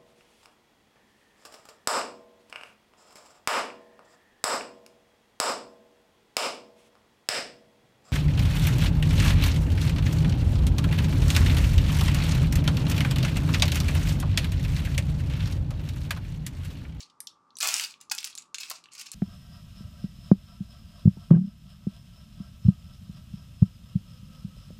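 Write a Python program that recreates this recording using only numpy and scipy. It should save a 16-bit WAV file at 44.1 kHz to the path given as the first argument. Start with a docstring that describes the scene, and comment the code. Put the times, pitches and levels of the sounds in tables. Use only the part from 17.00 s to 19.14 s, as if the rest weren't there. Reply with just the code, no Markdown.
"""A paper-and-film syringe wrapper is peeled open by hand, close by, over a faint fan and mains hum.
First the film buckles in a few light snaps, each reflected by the kitchen counter and walls.
At 0.6 s the seal tears in one long pull: fibres break, the paper drums, the snaps grow loud
and the fingers bump the packet. Then the bent film crinkles and snaps on to the end,
while the seal gives in two short rips, at 1.1 s and 1.7 s."""
import sys
import numpy as np
from scipy import signal
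from scipy.fft import rfft, irfft
from scipy.io import wavfile
from scipy.ndimage import uniform_filter1d

SR = 44100
rng = np.random.default_rng(int(sys.argv[2]) if len(sys.argv) > 2 else 0)


def persist_wave(psi):
    """Save psi, clipped to +-1, as 16-bit WAV."""
    counts = np.round(np.clip(psi, -1, 1) * 32767).astype(np.int16)
    wavfile.write(sys.argv[1], SR, np.atleast_2d(counts).T)


N = 94550
TIME = np.arange(N) / SR

# spectrum of the fan's air noise: (frequency [Hz], relative level [dB])
FAN_SPECTRUM = [(30, -35), (85, -10), (170, -4), (240, 1), (400, -4), (680, -11.5), (870, 1), (1300, -8.5),
                (1800, -20), (3200, -24), (5500, -22), (9000, -31), (12000, -42), (15000, -73.5)]
# mains hum and fan tones: (frequency [Hz], rms level [dB])
HUM_TONES = [(60, -95.5), (99, -111), (120, -89.5), (167, -83), (590, -90.5), (1170, -74)]
# reflections from the counter, hands and body: (delay [s], gain [ratio])
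EARLY_ECHOES = [(.0011, 0.17), (.0029, 0.2), (.0042, 0.12), (.0074, 0.067)]
# reverberation of the kitchen: (frequency [Hz], time to fall 60 dB [s])
REVERB_TIMES = [(200, 0.18), (1000, 0.28), (2500, 0.21), (5000, 0.17), (8000, 0.17), (15000, 0.15)]
# fingers bumping the packet: (time [s], energy [dB], centre frequency [Hz])
FINGER_BUMPS = [(.645, -26, 497), (0.674, -44, 308), (0.73, -30, 297), (0.75, -36, 304),
                (0.839, -38.5, 380), (0.86, -45, 387), (1.115, -40, 273)]
# fingers bending the wrapper: (start [s], rise [s], hold [s], relative level [dB])
FILM_BENDS = [(0, 0.001, 0.023, -49.5), (0.877, 0.019, 0.012, -48.5), (1.002, .004, 0.0031, -53.5),
              (1.126, 0.011, 0.16, -48), (1.243, 0.0076, 0.014, -42), (1.371, 0.0054, 0.0025, -44.5),
              (1.413, 0.0052, 0.0022, -56.5), (1.575, 0.019, .17, -48), (1.594, 0.0093, 0.014, -38.5),
              (1.908, 0.04, .018, -48), (1.969, 0.02, 0.027, -42.5), (2.048, 0.017, 0.0034, -45.5),
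              (2.115, 0.023, .01, -41)]
# spectrum of the creasing film: (frequency [Hz], relative level [dB])
FILM_SPECTRUM = [(200, -16), (700, -20), (1300, -8.5), (1900, -9.5), (2600, 4), (3200, -4), (4700, 3),
                 (7000, 0.5), (10000, -6), (15000, -8)]
# spectrum of the breaking seal: (frequency [Hz], relative level [dB])
SEAL_SPECTRUM = [(50, -51), (200, -34), (600, -47), (900, -21.5), (1500, -4.5), (2000, -10.5), (2550, 2),
                 (3200, -4.5), (4700, 0), (7000, -3.5), (10000, -9), (15000, -14)]
# spectrum of the taut paper: (frequency [Hz], relative level [dB])
SHEET_SPECTRUM = [(40, -58.5), (120, -35.5), (260, -29), (400, -15.5), (560, -12.5), (780, -5.5),
                  (1050, -2.5), (1400, 0), (2000, -6), (4000, -8), (15000, -18.5)]
# tugs on the paper within the long pull: (time [s], level [dB])
SHEET_TUGS = [(0.625, -32.5), (0.66, -38), (0.719, -40.5), (0.788, -46.5)]
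# short rips: (start [s], rise and hold [s], decay constant [s], seal level [dB], knock level [dB],
# knock's low edge [Hz], knock's high edge [Hz])
SHORT_RIPS = [(1.1118, 0.0079, 0.0027, -24, -40.5, 790, 1170),
              (1.7104, 0.0038, 0.0031, -34.5, -39.5, 580, 1380)]
# buckles of the film: (time [s], energy before bass loss [dB], centre frequency [Hz],
# bandwidth [octaves], flutter decay constant [s])
FILM_BUCKLES = [(0.005, -18.5, 4630, 0.86, 0.0031), (0.0257, -22.5, 4380, 0.39, 0.0083),
                (0.099, -35.5, 3800, 1.27, 0.0053), (0.2042, -13.5, 9540, 0.45, 0.00029),
                (0.2039, -31, 1870, 0.52, 0.0011), (0.204, -22.5, 5060, 0.83, 0.003),
                (0.2708, -24.5, 6780, 0.86, 0.0002), (0.2724, -14, 4520, 0.52, 0.00058),
                (0.5058, -37.5, 3790, 0.4, 0.00057), (0.5545, -28.5, 5800, 0.23, 0.0014),
                (0.569, -18.5, 5640, 1.46, 0.0018), (0.5866, -16.5, 6000, 2, 0.0006),
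                (0.6041, -11, 6540, 1.4, 0.00093), (0.629, -2.5, 5150, 1.14, 0.00019),
                (0.6739, -2, 7300, 2.4, 0.00022), (0.6853, -7.5, 7600, 1.6, 0.00019),
                (0.6883, -3, 3660, 1.64, 0.001), (0.707, -13, 5900, 1.9, 0.00045),
                (0.7412, 1, 5100, 1.43, 0.00055), (0.7657, -8, 5100, 1.7, 0.00021),
                (0.781, -9, 5940, 1.5, 0.0025), (0.7975, -3.5, 3550, 1.7, 0.001),
                (0.8107, -14, 5530, 2.7, 0.0004), (0.8382, -7.5, 4400, 1.87, 0.0051),
                (0.8464, -9.5, 4940, 0.18, 0.0018), (0.9405, -27.5, 2980, 0.76, 0.00043),
                (1.0123, -25.5, 7400, 1.8, 0.000746), (1.0989, -17.5, 5500, 0.76, 0.00024),
                (1.15, -14, 8300, 1.3, 0.00019), (1.1819, -11.5, 4740, 2.04, 0.00026),
                (1.186, -7, 3860, 1, 0.00039), (1.2043, -21, 5240, 2.2, 0.00041),
                (1.23, -18, 4140, 2.6, 0.00028), (1.244, -7, 4870, 1.27, 0.00014),
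                (1.2482, -10.5, 5960, 5, 0.00023), (1.274, -17.5, 4370, 2.7, 0.00026),
                (1.3285, -27, 3800, 0.63, 0.003), (1.3525, -17.5, 5650, 1.5, 0.0021),
                (1.3774, -18, 4820, 1.9, 0.0015), (1.3842, -15, 7220, 0.23, 0.00023),
                (1.422, -29, 5600, 0.94, 0.002), (1.5445, -10.5, 3430, 1.98, 0.0017),
                (1.5486, -13, 4000, 1.96, 0.00059), (1.5559, -18.5, 5640, 1.2, 0.0004),
                (1.5842, -13.5, 4200, 2, 0.002), (1.633, -13.5, 3330, 1.65, 0.0032),
                (1.6999, -12, 8800, 1.7, 0.00024), (1.705, -12.5, 3350, 2.3, 0.00013),
                (1.724, -30, 5140, 0.43, 0.001), (1.8399, -28.5, 4000, 1.13, 0.002),
                (1.8574, -28.5, 2760, 1.35, 0.001), (1.887, -32.5, 2790, 0.25, 0.001),
                (1.9349, -26, 6480, 1.1, 0.0015), (2.0124, -16.5, 5180, 2.5, 0.0047),
                (2.0675, -19.5, 3960, 1.35, 0.0023), (2.117, -13.5, 6300, 1.24, 0.00068)]


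def from_db(db):
    """Amplitude ratio: tenfold for every 20 dB."""
    return 10 ** (np.asarray(db) / 20)


def rms_one(x):
    """Normalisation to unit mean power."""
    return x / np.sqrt(np.mean(x ** 2) + 1e-20)


def energy_one(x):
    """Normalisation to unit total energy."""
    return x / np.sqrt(np.sum(x ** 2) + 1e-20)


def at_hz(points, hz):
    """Interpolation of a table on a logarithmic frequency axis."""
    frequencies, values = np.transpose(points)
    return np.interp(np.log(np.maximum(hz, 1)), np.log(frequencies), values)


def band(x, low_hz, high_hz, order=2):
    """Causal band-pass filtering, with edges held below half the sample rate."""
    top_hz = min(high_hz, .47 * SR)
    edges = [min(low_hz, top_hz - 100), top_hz]
    return signal.sosfilt(signal.butter(order, edges, "band", fs=SR, output="sos"), x)


def resonance(force, hz, octaves):
    """Resonance: a body responds in a band around its natural frequency. 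Unit energy."""
    half_width = 2 ** (octaves / 2)
    return energy_one(band(force, hz / half_width, hz * half_width))


def colour(x, spectrum, size=2048):
    """Minimum-phase filtering to a given spectrum: nothing sounds before its cause."""
    gains = from_db(at_hz(spectrum, np.fft.rfftfreq(size, 1 / SR)))
    cepstrum = irfft(np.log(gains))
    cepstrum[1:size // 2] *= 2
    cepstrum[size // 2 + 1:] = 0
    response = irfft(np.exp(rfft(cepstrum)))
    return signal.fftconvolve(x, response)[:len(x)]


def gesture(start_s, attack_s, hold_s, release_db_per_s, sag_db_per_s=0):
    """Envelope of one hand movement: linear rise, a hold that may sag, exponential relaxation."""
    age = TIME - start_s
    held = np.maximum(age - attack_s, 0)
    fall_db = sag_db_per_s * np.minimum(held, hold_s) + release_db_per_s * np.maximum(held - hold_s, 0)
    return np.clip(age / attack_s, 0, 1) * from_db(-fall_db)


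def stick_slip(depth_db, rate_hz):
    """Stick-slip friction: random catching and slipping modulates the amplitude. Unit rms."""
    steps = np.clip(rng.standard_normal(N), -1.7, 1.7)
    grip = uniform_filter1d(steps[(TIME * rate_hz).astype(int)], size=40)
    return rms_one(from_db(depth_db * grip))


def grains(per_s, spread_db, even_s=0.0062):
    """Shot noise: tiny fractures of uneven size, fed steady power by a steady hand. Unit rms."""
    sizes = from_db(spread_db * np.minimum(rng.exponential(1, N), 4)) * rng.choice([-1, 1], N)
    clicks = sizes * (rng.random(N) < per_s / SR)
    power = uniform_filter1d(clicks ** 2, int(even_s * SR))
    return rms_one(clicks / np.sqrt(np.abs(power) + 0.11 * power.mean()))


def pitched_grains(per_s, spread_db, count=7):
    """Local resonance: each fracture rings its own patch of film, in a band about an octave wide."""
    edges_hz = np.geomspace(500, 19000, count + 1)
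    patches = [band(grains(per_s / count, spread_db), low / 1.15, high * 1.15)
               for low, high in zip(edges_hz, edges_hz[1:])]
    return rms_one(sum(patches))


def fan(air_db=-70.5, whirr_db=-70):
    """Flow noise of a small fan, with a duct resonance and steady fan and mains tones."""
    air = from_db(air_db) * rms_one(colour(rng.standard_normal(N), FAN_SPECTRUM))
    whirr = from_db(whirr_db) * rms_one(band(rng.standard_normal(N), low_hz=1080, high_hz=1280))
    hum = sum(np.sqrt(2) * from_db(db) * np.sin(2 * np.pi * (hz * TIME + rng.random()))
              for hz, db in HUM_TONES)
    return air + whirr + hum


def kitchen(x, scatter_db=-6, scatter_s=0.0041, tail_db=-9, build_s=0.00069, path_change=.15):
    """Reflection, scattering off things on the counter, reverberation; paths shift as the hands move."""
    size, moments = 14000, 24
    age, out = np.arange(size) / SR, np.zeros(N + size)
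    edges_hz = np.geomspace(100, 20000, 10)
    white = rng.standard_normal((2, moments, size))
    tails = np.zeros((moments, size))
    for k, (low, high) in enumerate(zip(edges_hz, edges_hz[1:])):
        t60_s = at_hz(REVERB_TIMES, np.sqrt(low * high))
        tails += band(white[k % 2], low, high) * from_db(-60 * age / t60_s)
    tails = band(tails, low_hz=67, high_hz=12500, order=4)
    # each moment has its own impulse response
    for moment, tail in zip(np.array_split(np.arange(N), moments), tails):
        response = 1.0 * (age == 0)
        for delay_s, gain in EARLY_ECHOES:
            response[int(delay_s * (1 + path_change * rng.uniform(-1, 1)) * SR)] += gain
        scatter = rng.standard_normal(size) * np.exp(-age / scatter_s) * (age > 0)
        response += from_db(scatter_db) * energy_one(scatter)
        response += from_db(tail_db) * energy_one(tail * (1 - np.exp(-age / build_s)))
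        out[moment[0]:moment[-1] + size] += signal.fftconvolve(x[moment], response)
    return out[:N]


def bumps():
    """Impact excitation: the whole packet thuds softly between the fingers."""
    return sum(from_db(db) * resonance(signal.unit_impulse(N, int(s * SR)) + 1e-18, hz, octaves=0.5)
               for s, db, hz in FINGER_BUMPS)


def crinkle(gain_db=-1, firm_above_db=-44):
    """Crackling noise: fine creases give way while the film is bent, then relax."""
    bend = np.max([from_db(db) * gesture(s, rise, hold, release_db_per_s=465)
                   for s, rise, hold, db in FILM_BENDS], axis=0)
    bend *= stick_slip(depth_db=3.87, rate_hz=180)
    # a firm bend crackles unevenly, a light one gives an even, duller rustle
    crackle = rms_one(colour(pitched_grains(per_s=3200, spread_db=9.5), FILM_SPECTRUM))
    rustle = rms_one(colour(pitched_grains(per_s=3200, spread_db=-0.5), FILM_SPECTRUM))
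    rustle = band(rustle, low_hz=333, high_hz=9000, order=4)
    firmness = bend ** 2 / (bend ** 2 + from_db(firm_above_db) ** 2)
    return from_db(gain_db) * bend * (firmness * crackle + np.sqrt(1 - firmness ** 2) * rustle)


def tearing(pull_db=-31.5):
    """Fracture and forced vibration: seal fibres break by the thousand and shake the taut paper."""
    # the seal gives at once, parts more easily as it opens, and runs out
    pull = gesture(start_s=.603, attack_s=0.0017, hold_s=0.24, release_db_per_s=425, sag_db_per_s=27)
    pull *= from_db(pull_db) * stick_slip(depth_db=-0.5, rate_hz=240)
    fibres = pull * rms_one(colour(pitched_grains(per_s=5200, spread_db=5.0), SEAL_SPECTRUM))
    # each tug draws the sheet taut, then it slackens
    tension = np.max([from_db(db) * gesture(s, attack_s=0.0086, hold_s=0.021, release_db_per_s=275)
                      for s, db in SHEET_TUGS], axis=0)
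    sheet = tension * rms_one(colour(grains(per_s=2500, spread_db=3.0), SHEET_SPECTRUM))
    # in a quick rip the fibres break far more densely
    rush = rms_one(colour(grains(per_s=12000, spread_db=2.0), SEAL_SPECTRUM))
    for s, drive_s, decay_s, seal_db, knock_db, low_hz, high_hz in SHORT_RIPS:
        age = TIME - s
        stroke = np.clip(2 * age / drive_s, 0, 1) * np.exp(-np.maximum(age - drive_s, 0) / decay_s)
        fibres += from_db(seal_db) * stroke * rush
        # the sheet jerks taut and gives a hollow knock
        knock = rms_one(band(rng.standard_normal(N), low_hz, high_hz, order=4))
        local_rms = np.sqrt(np.abs(uniform_filter1d(knock ** 2, size=300)) + 0.13)
        sheet += from_db(knock_db) * stroke * knock / local_rms
    # the sheet is too small to radiate deep bass
    return band(fibres + sheet, low_hz=190, high_hz=20000)


def snaps(flutter=.28, surround_db=-18, surround_growth=0.36, size=1024):
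    """Buckling: each kick makes a small facet of film ring at its own pitch and flutter briefly."""
    age, out = np.arange(size) / SR, np.zeros(N + size)
    median_db = np.median([row[1] for row in FILM_BUCKLES])
    for s, db, hz, octaves, flutter_s in FILM_BUCKLES:
        kick = (age == 0) + flutter * rng.standard_normal(size) * np.exp(-age / flutter_s)
        facet = resonance(kick, hz, octaves)
        # harder buckles shake more of the film around the facet
        surround_gain = from_db(surround_db + surround_growth * (db - median_db))
        surround = surround_gain * resonance(kick, hz, octaves=5.5)
        start = int(s * SR)
        out[start:start + size] += from_db(db) * energy_one(facet + surround)
    # so small a radiator gives off almost no bass
    return band(out[:N], low_hz=1240, high_hz=18400)


def scene():
    """Superposition: the wrapper and its room response add to the fan, in one channel."""
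    wrapper = snaps() + crinkle() + tearing() + bumps()
    return (kitchen(wrapper) + fan())[None]


def record(dry, cutoff_hz=16100):
    """Band limiting: a steep low-pass removes the highest treble."""
    return signal.sosfilt(signal.ellip(10, .1, 80, cutoff_hz, fs=SR, output="sos"), dry)


dry = scene()
out = record(dry)
persist_wave(out)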